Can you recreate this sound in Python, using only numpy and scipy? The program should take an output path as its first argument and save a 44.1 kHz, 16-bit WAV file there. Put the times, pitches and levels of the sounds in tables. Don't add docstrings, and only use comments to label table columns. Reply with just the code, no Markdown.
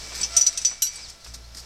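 import sys
import numpy as np
from scipy import signal
from scipy.fft import rfft, irfft
from scipy.io import wavfile

SR = 44100
rng = np.random.default_rng(int(sys.argv[2]) if len(sys.argv) > 2 else 0)


def master_out(mix):
    frames = np.transpose(np.atleast_2d(mix))
    ceiling = np.clip(frames, -1, 1)
    pcm = np.round(ceiling * 32767).astype(np.int16)
    wavfile.write(sys.argv[1], SR, pcm)


N = 72765
TIME = np.arange(N) / SR

# f/Hz, relative spectral density/dB
AIR_SPECTRUM = [(100, -19), (150, -12), (600, -7), (1290, -10.5), (2650, -13.5), (4400, -7.5), (5300, -5),
                (8000, -17.5), (12000, -23.5), (16000, -34)]
RUMBLE_SPECTRUM = [(15, 6.5), (40, -4), (100, -9.5), (200, -12), (500, -49), (2000, -78)]
THUD_SPECTRUM = [(40, -23), (120, 0), (220, -2), (350, -5.5), (800, -27), (3000, -55)]
SLIDE_SPECTRUM = [(880, -13), (1500, -8), (2340, -5), (2540, -6), (3120, -8.5), (4730, -0.5), (5770, 4),
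                  (6960, -9), (7540, -2.5), (9010, -12.5), (16000, -61)]
SCUFF_SPECTRUM = [(200, -35), (1000, -12.5), (2000, -8), (3000, -14.5), (5000, 4.5), (6500, -5),
                  (8500, -4.5), (10500, -17.5), (12800, -13), (16000, -42)]
BUMP_SPECTRUM = [(60, -11), (200, 1.5), (700, 7), (2000, 5), (4000, 0), (12000, -35)]
CLASH_SPECTRUM = [(300, -50), (1500, -24.5), (2300, -17.5), (3000, -10.5), (3800, -10), (5000, -5.5),
                  (6000, -1), (7000, -4.5), (8500, -6), (10000, -17.5), (12500, -17.5), (13500, -28),
                  (16000, -33)]
# t/s, level/dB
AIR_LEVEL = [(0, -44), (.22, -42.5), (.38, -46.5), (.46, -51.5), (.8, -54.5), (1.1, -51.5), (1.2, -52),
             (1.5, -51.5), (1.65, -49)]
SQUEAK_LEVEL = [(.27, -67), (.31, -52), (.375, -43), (.42, -54.5), (.56, -60), (.68, -69)]
WHISTLE_LEVEL = [(0, -56), (.16, -49.5), (.24, -47.5), (.3, -53), (.5, -68), (.8, -54), (.98, -53),
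                 (1.05, -61), (1.2, -71)]
SLIDE_LEVEL = [(0, -39.5), (.12, -41.5), (.2, -34.5), (.28, -45), (.35, -34), (.45, -37.5), (.56, -40.5),
               (.7, -39.5), (.8, -48.5), (.88, -43.5), (1.0, -41), (1.12, -48.5), (1.18, -58.5),
               (1.3, -49.5), (1.42, -63), (1.53, -69), (1.65, -52.5)]
# t/s, level/dB, f/Hz
HUM_CONTOUR = [(0.0, -46.5, 56.8), (0.118, -46, 57.8), (0.376, -44.5, 56.8), (0.426, -60, 56.9),
               (0.602, -51, 57), (0.872, -62, 56.95), (0.904, -57, 58.1), (1.088, -52, 57.34),
               (1.23, -63, 58.05), (1.286, -44.5, 58.77), (1.516, -46, 57.3), (1.65, -47.5, 60.8)]
# harmonic number, relative level/dB
HUM_HARMONICS = [(1, -0.5), (2, -12.5), (3, -23.5), (4, -25.5)]
SQUEAK_HARMONICS = [(1, 0.5), (2, 1.5), (3, -5.5), (4, -7)]
# t/s, level/dB, rise/s, T60/s
THUDS = [(.005, -49, 0.015, 0.11), (.203, -42, 0.0095, 0.063), (1.3, -56, 0.06, 0.47),
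         (1.545, -56, 0.0089, 0.11)]
SCUFFS = [(.14, -34.5, 0.014, 0.3), (.525, -36.5, 0.0034, .06), (0.929, -44, .005, 0.23),
          (1.097, -36.5, 0.0021, 0.05), (1.244, -38.5, .002, 0.065), (1.265, -43.5, .002, 0.17),
          (1.336, -34.5, 0.0075, 0.086), (1.547, -37, .002, 0.08), (1.564, -37.5, 0.011, 0.17),
          (1.586, -47.5, 0.0062, 0.13)]
BUMPS = [(0.118, -40.5, 0.0027, 0.14), (0.189, -42, 0.0087, 0.3), (0.378, -39.5, 0.0026, 0.055),
         (0.711, -42.5, 0.0028, 0.19), (0.973, -48.5, 0.0092, 0.14), (1.262, -42, 0.0013, 0.052)]
# t/s, duration/s, initial f/Hz, final f/Hz, level/dB
BIRD_NOTES = [(1.001, 0.081, 5500, 3080, -42), (1.195, 0.076, 4620, 2880, -58),
              (1.43, 0.042, 4140, 4700, -52.5), (1.52, 0.036, 5280, 4900, -54)]
MAIN_HZ = [4775, 5645, 5840, 5962, 6433, 6833, 11790]
BRIGHT_HZ = [1510, 3050, 4043, 5686, 6828, 7290, 8195, 9873, 10660, 11556, 12350, 12465, 14740]
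SMALL_HZ = [2645, 5249, 8460, 11220]
THIN_HZ = [4592, 7808, 8035]
HARD_HZ = [6435, 8197, 8796, 9302, 9890, 10660, 12635]
# relative level/dB, nominal T60/s
MAIN_MODES = [(-18.5, 0.17), (-6.5, 0.089), (-5, .16), (0, .16), (-26, 0.13), (-18.5, 0.19), (-45, .1)]
BRIGHT_MODES = [(-27, 0.26), (-9, 0.066), (-8.5, 0.24), (-2, 0.56), (-14, 0.17), (-2.5, 0.1), (-4.5, 0.092),
                (-18, 0.077), (-15, 0.13), (-9, 0.15), (-14.5, 0.069), (-6.5, 0.085), (-37, 0.18)]
SMALL_MODES = [(-16.5, 0.19), (0.5, 0.23), (-18, .1), (-18, 0.086)]
THIN_MODES = [(-4, 0.18), (0, .13), (-5.5, .11)]
HARD_MODES = [(-0.5, 0.09), (0.5, 0.11), (-1, .1), (-11, 0.13), (-12.5, 0.1), (-20, .12), (-22, 0.16)]
LINKS = [(MAIN_HZ, MAIN_MODES), (BRIGHT_HZ, BRIGHT_MODES), (SMALL_HZ, SMALL_MODES),
         (THIN_HZ, THIN_MODES), (HARD_HZ, HARD_MODES)]
# t/s, level/dB for each of the five links, clash level/dB, treble tilt/(dB per octave),
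# T60 factor, time of free vibration/s
KNOCKS = [(0.211, -26.5, -55, -33, -21, -33, -36, 1.5, 0.61, 0.014),
          (.231, -14.5, -52, -20, -40, -37, -23.5, -18, 0.53, 0.075),
          (0.3658, -6, -29, -24, -45, -19, -19.5, -0.5, 0.71, 0.04),
          (0.4104, -7, -34, -46, -30, -48, -27.5, 1, 0.68, 0.076),
          (0.4648, -5.5, -22.5, -24, -21, -51, -23.5, -6.5, 0.59, 0.027),
          (0.5743, -18.5, -36, -46, -44, -24, -24.5, -5.5, 0.51, 0.021),
          (0.6156, -25.5, -52, -51, -49, -44, -33.5, -3, 0.47, 0.013),
          (0.6488, -10.5, -48, -28, -23.5, -45, -22, -8, 0.93, 0.19),
          (0.8206, -17, -19.5, -45, -41, -43, -20, 4, 1.0, 0.055),
          (0.866, -23.5, -38, -50, -29.5, -55, -33.5, -17, 1.0, 0.043),
          (0.956, -61, -51, -53, -33, -41, -48, 1, 0.78, 0.029),
          (1.085, -42.5, -56, -52, -48, -70, -39, -12, .6, 0.021)]


def amp(db):
    return 10 ** (np.asarray(db) / 20)


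def unit(x):
    return x / np.sqrt(np.mean(x ** 2) + 1e-20)


def curve(rows, column=1):
    rows = np.array(rows)
    return np.interp(TIME, rows[:, 0], rows[:, column])


def noise(spectrum):
    hz, db = np.transpose(spectrum)
    gain = amp(np.interp(np.log(np.fft.rfftfreq(N, 1 / SR) + 1), np.log(hz + 1), db))
    return unit(irfft(rfft(rng.standard_normal(N)) * gain, N))


def wander(seconds):
    lowpass = np.exp(-(np.fft.rfftfreq(N, 1 / SR) * seconds) ** 2)
    return unit(irfft(rfft(rng.standard_normal(N)) * lowpass, N))


def decay(age, t60):
    return np.exp(-np.log(1000) * age / t60)


def burst(start, rise, t60):
    age = np.maximum(TIME - start, 0)
    return np.minimum(age / rise, 1) * decay(np.maximum(age - rise, 0), t60)


def bursts(events):
    return sum(amp(db) * burst(start, rise, t60) for start, db, rise, t60 in events)


def tone(hz, harmonics=((1, 0),)):
    cycles = np.cumsum(hz) / SR
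    return np.sqrt(2) * sum(amp(db) * np.sin(2 * np.pi * (k * cycles + rng.random()))
                            for k, db in harmonics)


def background():
    hum_db = curve(HUM_CONTOUR) + 1.7 * wander(0.023)
    hum = amp(hum_db) * tone(curve(HUM_CONTOUR, column=2), HUM_HARMONICS)
    thuds = bursts(THUDS) * noise(THUD_SPECTRUM)
    air = amp(curve(AIR_LEVEL)) * noise(AIR_SPECTRUM)
    return hum + thuds + air + amp(-56) * noise(RUMBLE_SPECTRUM)


def bird():
    out = np.zeros(N)
    for start, duration, from_hz, to_hz, db in BIRD_NOTES:
        progress = np.clip((TIME - start) / duration, 0, 1)
        hz = from_hz + (to_hz - from_hz) * progress ** 1.7
        envelope = np.sin(np.pi * progress ** 0.84)
        out += amp(db) * envelope * tone(hz * (1 + 0.0214 * wander(0.0018)))
    return out


def squeak_and_whistle(squeak_hz=674, whistle_hz=2303, waver=0.0056, flutter_s=0.012):
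    squeak_db = curve(SQUEAK_LEVEL) + 2.5 * wander(flutter_s)
    squeak = tone(squeak_hz * (1 + waver * wander(flutter_s)), SQUEAK_HARMONICS)
    whistle_db = curve(WHISTLE_LEVEL) + 1.5 * wander(flutter_s)
    whistle = tone(whistle_hz * (1 + waver * wander(flutter_s)))
    return amp(squeak_db) * squeak + amp(whistle_db) * whistle


def friction(spectrum, grain_db=1.5, grain_s=0.0019):
    return unit(noise(spectrum) * amp(grain_db * wander(grain_s)))


def rustle():
    slide = amp(curve(SLIDE_LEVEL)) * friction(SLIDE_SPECTRUM)
    scuffs = bursts(SCUFFS) * friction(SCUFF_SPECTRUM)
    bumps = bursts(BUMPS) * noise(BUMP_SPECTRUM)
    return slide + scuffs + bumps


def jingle(touches_per_s=140, relative_db=-8.5):
    out, age = np.zeros(N), TIME[:N // 8]
    for frequencies, modes in (LINKS[0], LINKS[2], LINKS[3]):
        response = sum(amp(db) * decay(age, t60) * np.sin(2 * np.pi * hz * age)
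                       for hz, (db, t60) in zip(frequencies, modes))
        touches = (rng.random(N) < touches_per_s / SR) * rng.standard_normal(N)
        out += signal.fftconvolve(touches, response)[:N]
    return amp(curve(SLIDE_LEVEL) + relative_db) * unit(out)


def with_echoes(direct, echo_db=-20):
    tail = rng.standard_normal(N) * burst(start=0.012, rise=0.0038, t60=0.23)
    return direct + amp(echo_db) * signal.fftconvolve(direct, tail / np.linalg.norm(tail))[:N]


def mesh(age, spectrum, count=70, spread_db=6):
    band_hz, band_db = np.transpose(spectrum)
    hz = band_hz[1] + (band_hz[-1] - band_hz[1]) * (np.arange(count) + rng.random(count)) / count
    gain = amp(np.interp(hz, band_hz, band_db) + spread_db * rng.standard_normal(count))
    modes = np.sin(2 * np.pi * (hz * age[:, None] + rng.random(count)))
    envelope = np.minimum(age / 0.0079, 1) * decay(age, t60=0.12)
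    return envelope * (modes @ gain) / np.linalg.norm(gain)


def treble_tilt(hz, db_per_octave, corner_hz=5950):
    return db_per_octave * max(np.log2(hz / corner_hz), 0)


def chain(rise_s=0.0028, clash_rise_s=0.00058, damping_s=0.008, uneven_db=1):
    out = np.zeros(N)
    for start, *links_db, clash_db, tilt, t60_factor, free_s in KNOCKS:
        damping = np.exp(-np.maximum(TIME - start - free_s, 0) / damping_s)
        ringing = (TIME >= start) & (damping > 1e-3)
        age = TIME[ringing] - start
        envelope = np.minimum(age / rise_s, 1) * damping[ringing]
        for (frequencies, modes), link_db in zip(LINKS, links_db):
            for hz, (db, t60) in zip(frequencies, modes):
                level = link_db + db + treble_tilt(hz, tilt) + rng.uniform(-uneven_db, uneven_db)
                mode = decay(age, t60 * t60_factor) * np.sin(2 * np.pi * hz * age)
                out[ringing] += amp(level) * envelope * mode
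        spectrum = [(hz, db + treble_tilt(hz, tilt)) for hz, db in CLASH_SPECTRUM]
        snap = burst(start, clash_rise_s, t60=0.013)
        clash = burst(start, clash_rise_s, t60=0.11)
        out += amp(clash_db - 4) * noise(spectrum) * (snap + clash)
        out[ringing] += amp(clash_db) * mesh(age, spectrum) * damping[ringing]
    return out


def scene():
    return (with_echoes(chain() + bird()) + rustle() + jingle() + squeak_and_whistle() + background())[None]


def record(dry, cutoff_hz=16200):
    lowpass = signal.firwin(511, cutoff_hz, window=("kaiser", 9), fs=SR)
    return signal.oaconvolve(dry, lowpass[None], "same")


dry = scene()
out = record(dry)
master_out(out)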